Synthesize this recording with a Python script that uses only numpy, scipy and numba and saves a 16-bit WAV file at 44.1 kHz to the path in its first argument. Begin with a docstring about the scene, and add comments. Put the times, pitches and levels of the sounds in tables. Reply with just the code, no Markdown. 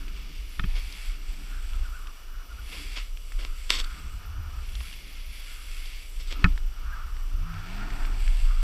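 """A rider carves powder snow holding a cased camera on a pole: noise with grains in it hisses through
the resonances of the case, with a fine top and a dull scrape. Spray rattles on the case in dense bursts,
grains of ice tick on it and blows ring the modes of the pole. Air sways the pole, sheds humming eddies,
buffets and whistles as moving bands of noise; the camera adds hiss, a faint whine and treble fizzes."""
import sys
import numpy as np
from scipy import signal
from scipy.fft import rfft, irfft, next_fast_len
from scipy.io import wavfile
from scipy.ndimage import uniform_filter1d
from numba import njit

SR = 44100
rng = np.random.default_rng(int(sys.argv[2]) if len(sys.argv) > 2 else 0)


def invert_db(level):
    """Linear amplitude ratio for a level in decibels (20 dB per decade), elementwise."""
    return 10 ** (np.asarray(level, dtype=float) / 20)


def store_pcm(level_fs):
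    """Save levels as 16-bit WAV."""
    pcm = np.round(np.clip(level_fs, -1, 1) * 32767).astype(np.int16)
    wavfile.write(sys.argv[1], SR, np.atleast_2d(pcm).T)


N = 380573  # samples

# Spectrum of the preamplifier hiss. Each row: frequency in Hz, relative density in dB per Hz.
HISS_SPECTRUM = [(100, -4), (140, -8.5), (450, -9.5), (820, -16), (1250, -10), (1900, -21), (2900, -11),
                 (3900, -20), (5600, -12.5), (6200, -21), (10000, -23.5), (11500, -26), (12600, -19),
                 (14000, -23), (15000, -25), (15300, -43)]
# Whine of the electronics. Each row: tone in Hz, level in dB, level in dB of a twin one frame rate higher.
WHINE_TONES = [(2907, -78, -66), (5844, -69, -76), (11688, -73, -74), (14625, -72, -84)]
# Air past pole and case; eddies shed faster as the pole sweeps round.
# Each row: time in seconds, eddy pitch in Hz, eddy level in dB, turbulence level in dB, whistle level in dB.
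AIR_STREAM = [(0, 50, -47.5, -55.5, -57), (.41, 50, -40.5, -62, -71), (1.0, 45.6, -39, -64, -59),
              (1.25, 49.6, -49, -67, -58.5), (1.75, 53.4, -36, -62, -55), (2.25, 50.4, -52, -73.5, -58),
              (2.55, 56, -35.5, -66, -58.5), (2.82, 48, -43, -54.5, -59), (3.2, 52, -51, -92, -71),
              (3.48, 50, -50, -57, -54), (3.6, 50.4, -45.5, -73, -66), (3.85, 52, -41, -65, -49.5),
              (4.05, 61, -41.5, -63.5, -54), (4.35, 82.7, -36, -68, -48.5), (4.66, 64, -34, -66, -57.5),
              (5.05, 52, -50, -64, -68), (5.65, 50, -47.5, -75, -55.5), (6.1, 47.7, -52.5, -76, -77),
              (6.42, 46, -36, -50, -49.5), (6.65, 46.4, -47, -65.5, -60), (6.92, 50.4, -36, -65, -47),
              (7.3, 64.4, -39.5, -66, -57), (7.5, 90.4, -35, -61.5, -50), (7.68, 89, -42, -54.5, -50),
              (7.85, 119, -39, -49, -44.5), (8.15, 81, -40.5, -53, -54), (8.4, 62, -48, -63.5, -56.5),
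              (8.5, 58, -45, -67, -49.5), (8.63, 55, -43, -71, -52)]
# How hard the pole sways in the hand. Each row: time in seconds, level in dB.
POLE_SWAY = [(0.0, -33), (0.55, -41.5), (0.67, -25.5), (0.98, -37), (1.1, -22.5), (1.18, -40), (1.32, -26),
             (1.39, -42), (1.61, -27.5), (1.66, -32), (1.83, -25), (1.87, -32.5), (2.83, -36.5),
             (2.88, -25), (3.32, -35), (3.36, -23.5), (3.51, -23), (3.56, -36.5), (3.82, -26), (3.99, -43),
             (4.08, -34.5), (6.05, -37.5), (6.44, -23.5), (6.47, -17), (6.99, -34), (7.43, -23.5),
             (7.62, -38.5), (8.32, -16), (8.61, -24.5), (8.63, -27)]
# Resonances rung by the wind. Each row: centre in Hz, width in Hz, level in dB.
WIND_RESONANCES = [(290, 12, 3), (380, 35, -3)]
# An eddy tone that climbs in the last turn. Each row: time in seconds, pitch in Hz, level in dB.
HOWL_CURVE = [(7.25, 138, -89), (7.4, 154.6, -49), (7.55, 161, -42), (7.63, 167, -55), (7.7, 182, -37.5),
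              (7.8, 202, -44.5), (7.95, 207.4, -61), (8.2, 200.6, -73), (8.4, 196, -77)]
# Short clear puffs of the whistle. Each row: start in seconds, length in seconds, nominal top pitch in Hz,
# level in dB.
WHISTLE_PUFFS = [(1.822, 0.057, 1466, -47), (1.92, 0.085, 1463, -49), (2.472, 0.075, 1390, -55),
                 (2.569, 0.046, 1400, -49.5), (6.901, 0.059, 1600, -45)]
# Modes of the struck pole and case. Each row: frequency in Hz, level in dB, time to fall 60 dB in seconds.
BODY_MODES = [(24.3, -20, 0.32), (58, -5, 0.35), (92, -4, 0.068), (124, 2, 0.052), (177, 2, 0.078),
              (278, -11, 0.18), (391, -3.5, 0.12), (684, -4.5, .04), (920, -5, 0.026), (1300, 1, 0.042),
              (1426, 0.5, 0.021), (1800, 5, 0.016), (2250, 2.5, 0.012), (2520, -0.5, 0.027),
              (3150, 3, 0.015), (3430, -2, 0.016), (4270, -16, 0.011)]
# Blows on the pole. Each row: start in seconds, peak of the high modes in dB, thud gain in dB re that peak,
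# upper edge of the contact's band in Hz, time in seconds at which the contact is hardest.
POLE_BLOWS = [(0.5913, -32, -7, 1900, 0.0018), (0.5947, -17, -11, 4130, 0.00087),
              (0.637, -27.5, -20, 3480, 0.0023), (0.64, -35, 11, 2000, 0.0018),
              (6.4423, -4.5, -6.5, 4800, 0.00075), (6.4432, -15.5, -14, 2330, 0.0016),
              (6.454, -20.5, 1, 1730, 0.0018)]
# Single grains of ice on the case. Each row: start in seconds, level in dB, pitch in Hz.
ICE_TICKS = [(0.081, -29.5, 2630), (0.925, -26.5, 4800), (1.7337, -31.5, 2980), (2.071, -27.5, 2800),
             (3.1725, -30, 2630), (3.3204, -27, 1820), (4.6524, -42, 2930), (4.6907, -34, 3300),
             (4.753, -23.5, 3570), (4.805, -26, 2500), (4.81, -29.5, 1300), (4.928, -25.5, 2940),
             (4.938, -30, 2600), (5.7304, -40, 2370), (5.8575, -29, 3220), (6.524, -37, 2930),
             (6.577, -24, 1810), (6.759, -49, 1750), (7.167, -33, 1970), (7.541, -35, 2950),
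             (7.9042, -27, 1860), (8.0512, -23.5, 2240), (8.2781, -21.5, 2390)]
# Resonances that colour the snow. Each row: centre in Hz, width in Hz, level in dB.
CASE_RESONANCES = [(2203, 260, 5), (2725, 310, 7.5), (3370, 270, 2), (4667, 240, 3.5), (4946, 290, 0),
                   (5520, 300, -12.5), (6660, 240, -6.5)]
# Sheets of spray thrown on the case. Each row: start in seconds, nominal length in seconds, level in dB,
# icy treble in dB re the sheet, heavy bass in dB re the sheet.
SPRAY_SHEETS = [(0.75, 0.054, -40.5, -25, -13), (2.714, 0.099, -43, -9, -10), (2.953, 0.067, -38, -25, -24),
                (2.963, 0.029, -41, -29, -7), (3.379, 0.1, -44, -23, -8), (3.69, 0.1, -29.5, -1.5, -16),
                (3.784, 0.035, -38, 2.5, -9), (3.84, 0.0098, -51, 9, -18), (6.196, 0.032, -48.5, 2.5, -10),
                (6.268, 0.055, -59.5, 11, -10), (6.302, 0.047, -39.5, -8, -9)]
# Board in the snow. 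Each row: time in seconds, hiss in dB, fine spray in dB, finest spray in dB,
# dull scrape in dB.
BOARD_CARVE = [(0, -54.5, -67, -66, -64), (.31, -51.5, -67, -69, -72), (.55, -51.5, -64, -60.5, -69),
               (.72, -48.5, -63, -64, -60), (.85, -46, -59, -57, -64), (1.08, -47, -56.5, -59, -63),
               (1.17, -54.5, -67, -68, -71), (1.3, -53, -61.5, -68, -65), (1.75, -53, -61, -62.5, -63.5),
               (2.3, -61, -70, -71, -68), (2.52, -58, -68, -68, -66), (2.8, -44, -56.5, -58.5, -65),
               (3.0, -47.5, -57, -62, -64), (3.13, -60.5, -63.5, -68, -88), (3.45, -54, -58.5, -64, -78),
               (3.94, -50.5, -59.5, -64, -63), (4.13, -55, -58.5, -64.5, -64), (4.35, -59.5, -79, -71, -60),
               (4.59, -56.5, -65, -70, -62), (4.8, -50, -61, -60, -68), (5.2, -49, -64, -60.5, -70),
               (5.67, -46.5, -55.5, -55, -67), (5.94, -47.5, -59, -62, -70), (6.12, -56.5, -60.5, -65, -81),
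               (6.37, -47, -63, -65, -58), (6.6, -60, -66, -71, -67), (6.92, -56.5, -70, -72, -61),
               (7.25, -59.5, -65, -69, -64.5), (7.45, -56.5, -69, -72, -58), (7.72, -48.5, -63, -68, -51),
               (8.0, -51, -59.5, -65, -48.5), (8.37, -47.5, -54.5, -60, -57), (8.63, -51.5, -61, -67, -63)]


def unit(x):
    """Scale to rms 1."""
    return x / np.sqrt(np.mean(x ** 2))


def columns(table):
    """Table columns as curves over all samples."""
    s, *rest = np.transpose(table)
    return [np.interp(np.arange(N) / SR, s, c) for c in rest]


@njit
def moving_band(x, hz, width):
    """State-variable band-pass with a moving centre, gain 1 there."""
    y, b, l = np.empty(len(x)), 0., 0.
    for i in range(len(x)):
        g, k = np.tan(np.pi * hz[i] / SR), width / hz[i]
        v = (b + g * (x[i] - l)) / (1 + g * (g + k))
        b, l, y[i] = 2 * v - b, l + 2 * g * v, k * v
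    return y


def tuned_noise(hz, first_width, second_width):
    """Noise through two moving band-passes in a row, widths in Hz: a breathy pitch at rms 1."""
    once = moving_band(rng.standard_normal(len(hz)), hz, first_width)
    return unit(moving_band(once, hz, second_width))


def band(x, hz, width_hz):
    """Fixed resonance."""
    return signal.lfilter(*signal.iirpeak(hz, hz / width_hz, SR), x)


def bandpass(x, lo_hz, hi_hz, order=3):
    """Butterworth band with its level left as it falls."""
    return signal.sosfilt(signal.butter(order, [lo_hz, hi_hz], "band", fs=SR, output="sos"), x)


def steep(x, lo_hz, hi_hz, order=3):
    """Band with steep skirts, rms 1."""
    return unit(bandpass(x, lo_hz, hi_hz, order))


def noise():
    """White noise."""
    return rng.standard_normal(N)


def walk(rate):
    """Random levels held 1 / rate s and slewed twice; spread near 1."""
    k = int(SR / rate)
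    held = np.repeat(rng.standard_normal(N // k + 1), k)
    return 1.29 * uniform_filter1d(uniform_filter1d(held, k), k)[:N]


def phase(hz):
    """Running phase in radians of a moving pitch."""
    return 2 * np.pi * np.cumsum(hz) / SR


def grains(density, spread_db):
    """Sparse clicks of very uneven size, density per second."""
    hits = rng.random(N) < density / SR
    return unit(hits * noise() * invert_db(spread_db * rng.exponential(size=N)))


def add(out, s, sound):
    """Mix a sound in at time s."""
    i = int(s * SR)
    out[i:i + len(sound)] += sound[:N - i]


def preamp_hiss():
    """Noise of the preamplifier, shaped in the spectrum."""
    hz, db = np.transpose(HISS_SPECTRUM)
    size = next_fast_len(N)
    bins = np.fft.rfftfreq(size, 1 / SR) + 1
    tilt = invert_db(np.interp(np.log(bins), np.log(hz + 1), db))
    return invert_db(-56.5) * unit(irfft(rfft(noise(), size) * tilt, size)[:N])


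def electronic_whine():
    """Steady tones in pairs one frame rate apart, each wandering slightly in phase."""
    frame_hz = 30
    t = np.arange(N) / SR

    def tone(hz, db):
        return invert_db(db) * np.sqrt(2) * np.sin(2 * np.pi * hz * t + 0.5 * walk(6.6))

    return sum(tone(hz, db) + tone(hz + frame_hz, twin_db) for hz, db, twin_db in WHINE_TONES)


def fizzes():
    """Short top-treble bursts locked to the picture frames, about every fourth one."""
    picture_s, lag_s = 1.001 / 30, 0.019
    first, spacing, slip_spread = 1.8, 4.19, 0.15  # in picture frames
    level_db, spread_db = -60.51, 2
    gate, t = np.zeros(N), np.arange(2600) / SR
    shape = np.minimum(t / 0.0025, 1) * np.exp(-(t / 0.019) ** 2)
    beats = np.arange(first, N / SR / picture_s - 1, spacing)
    for beat, (slip, size) in zip(beats, rng.standard_normal((len(beats), 2))):
        s = lag_s + picture_s * np.round(beat + slip_spread * slip)
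        add(gate, s, invert_db(level_db + spread_db * size) * shape)
    return gate * steep(noise(), 12200, 15200, order=2)


def pole_sway():
    """The pole sways near its lowest mode: a wandering deep tone with low noise around it."""
    level_db, = columns(POLE_SWAY)
    sway = np.sin(phase(26.5 + 2.49 * walk(7.8))) + 0.38 * steep(noise(), 15.6, 41.4)
    return invert_db(level_db) * unit(invert_db(2.8 * walk(8)) * sway)


def eddies():
    """Eddies shed by the pole hum at a pitch set by the speed of the air."""
    eddy_hz, eddy_db, _, _ = columns(AIR_STREAM)
    hum = tuned_noise(eddy_hz, 22.0, 17.6) + steep(noise(), 40.1, 61.3)
    return invert_db(eddy_db) * unit(invert_db(2.8 * walk(11)) * hum)


def turbulence():
    """Rough air rings two resonances and fills the bass with buffeting and a slower-swelling rumble."""
    _, _, turbulence_db, _ = columns(AIR_STREAM)
    rough = invert_db(2.7 * walk(11)) * noise()
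    rung = unit(sum(invert_db(db) * band(rough, hz, width) for hz, width, db in WIND_RESONANCES))
    buffet = rung + 0.92 * steep(rough, 218, 415, order=4)
    rumble = invert_db(4.1 * walk(4.1)) * steep(rough, 133, 194)
    return invert_db(turbulence_db) * (unit(buffet) + invert_db(-0.5) * unit(rumble))


def whistle():
    """A gap in the case whistles: narrow noise drifting in pitch and flickering in level."""
    _, _, _, whistle_db = columns(AIR_STREAM)
    centre_hz, drift_hz = 1319, 44.3
    breath = tuned_noise(centre_hz + drift_hz * walk(7), 285.0, 600.0)
    flicker = invert_db(1.9 * walk(30) + 2.2 * walk(11))
    return invert_db(whistle_db) * unit(flicker * breath)


def howl():
    """Eddies lock into one unsteady tone that climbs in the last turn, then sags a little."""
    howl_hz, howl_db = columns(HOWL_CURVE)
    tone = np.sin(phase(howl_hz + 6 * walk(22)))
    return invert_db(howl_db) * unit(invert_db(2.4 * walk(20)) * tone)


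def puffs():
    """The gap in the case sings for a moment when a gust meets it squarely, arching up in pitch and back."""
    out = np.zeros(N)
    for s, length, top_hz, db in WHISTLE_PUFFS:
        arch = np.sin(np.linspace(0, np.pi, int(length * SR)))
        hz = top_hz * (0.86 + 0.154 * arch)
        add(out, s, invert_db(db) * arch * tuned_noise(hz, 70., 110.))
    return out


def knocks():
    """A blow chatters for a few ms into the high modes; the low modes take it as one rounded push."""
    out, t = np.zeros(N), np.arange(SR // 2) / SR
    modes = [(hz, invert_db(db) * np.sin(2 * np.pi * hz * t) * np.exp(-np.log(1000) * t / t60))
             for hz, db, t60 in BODY_MODES]
    low_modes = sum(m for hz, m in modes if hz < 500)
    high_modes = sum(m for hz, m in modes if hz > 500)
    thud = np.convolve(low_modes, signal.windows.hann(180) / 90)
    for s, peak_db, thud_db, bright_hz, chatter_s in POLE_BLOWS:
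        u = t[:600] / chatter_s
        contact = 0.43 * rng.standard_normal(600) * u * np.exp(-u)
        contact[int(chatter_s * SR)] = 0.52  # one sharp tap at the height of the contact
        high = np.convolve(high_modes, bandpass(contact, 950, bright_hz))
        add(out, s, invert_db(peak_db) * high / np.abs(high).max())
        add(out, s, invert_db(peak_db + thud_db) * thud)
    return out


def ticks():
    """Each grain is a soft click of a few cycles and a crumble of smaller bits."""
    out, t = np.zeros(N), np.arange(600) / SR
    for s, db, hz in ICE_TICKS:
        click = np.sin(2 * np.pi * hz * t) * t / 0.00018 * np.exp(-t / 0.00029)
        bits = steep(rng.standard_normal(600), 1000, 5500)
        crumble = bits * t / 0.0024 * np.exp(-t / 0.0015)
        add(out, s, invert_db(db) * (click + 0.56 * crumble))
    return out


def cased(x):
    """Snow sound below 6 kHz as the closed case passes it, neighbouring resonances in opposite sign."""
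    rung = sum((-1) ** k * invert_db(db) * band(x, hz, width) for k, (hz, width, db) in enumerate(CASE_RESONANCES))
    return unit(unit(rung) + 0.49 * steep(x, 1460, 6000))


def spray():
    """Each sheet lands at once, rattles densely on the case and thins out."""
    gates = np.zeros((3, N))  # body, icy, heavy
    rattle = noise() + 0.97 * grains(1500, 2.7)
    body = cased(rattle) + 0.32 * steep(rattle, 1026, 1390)
    icy = unit(band(rattle, 3580, 300) + band(rattle, 4470, 410))
    icy = icy + 0.31 * steep(rattle, 6910, 8040) + 0.068 * steep(rattle, 11500, 11600)
    heavy = steep(rattle, 230, 610, order=2)
    for s, length, db, icy_db, heavy_db in SPRAY_SHEETS:
        t = np.arange(int(2.5 * length * SR)) / SR
        onset = np.minimum(t / (0.13 * length), 1) ** 2
        shape = onset * np.exp(-(t / length) ** 4 - 0.5 * t / length)
        for gate, part_db in zip(gates, (0, icy_db, heavy_db)):
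            add(gate, s, invert_db(db + part_db) * shape)
    return gates[0] * body + gates[1] * icy + gates[2] * heavy


def snow():
    """Crystals shear under the board: noise with grains in it, swelling in gusts."""
    hiss_db, fine_db, finest_db, scrape_db = columns(BOARD_CARVE)
    gust = invert_db(walk(18))
    shear = gust * (noise() + 0.6 * grains(1200, 0.57))
    hiss = invert_db(hiss_db) * cased(shear)
    fine = invert_db(fine_db + walk(14)) * steep(shear, 7340, 8440, order=2)
    finest = invert_db(finest_db + 1.7 * walk(12)) * steep(shear, 9400, 11900, order=2)
    dull = steep(shear, 623, 1025, order=4)
    dull = dull + 0.5 * unit(band(shear, 1820, 90)) + 0.5 * steep(shear, 1170, 2460)
    scrape = invert_db(scrape_db + 1.1 * walk(11)) * unit(dull)
    return hiss + fine + finest + scrape


def scene():
    """All sources, one microphone."""
    camera = preamp_hiss() + electronic_whine() + fizzes()
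    wind = pole_sway() + eddies() + turbulence() + whistle() + howl() + puffs()
    strikes = knocks() + ticks() + spray()
    return (camera + wind + strikes + snow())[None]


def band_limit(x):
    """A steep low-pass at the top of the band."""
    return signal.sosfilt(signal.butter(12, 15560, fs=SR, output="sos"), x)


def record(dry):
    """The microphone rounds the hardest blow and the top rolls off steeply."""
    rounded = 0.82 * np.tanh(dry / 0.8)
    mix = signal.sosfilt(signal.ellip(8, 0.3, 60, 15250, fs=SR, output="sos"), rounded)
    return band_limit(mix)


dry = scene()
out = record(dry)
store_pcm(out)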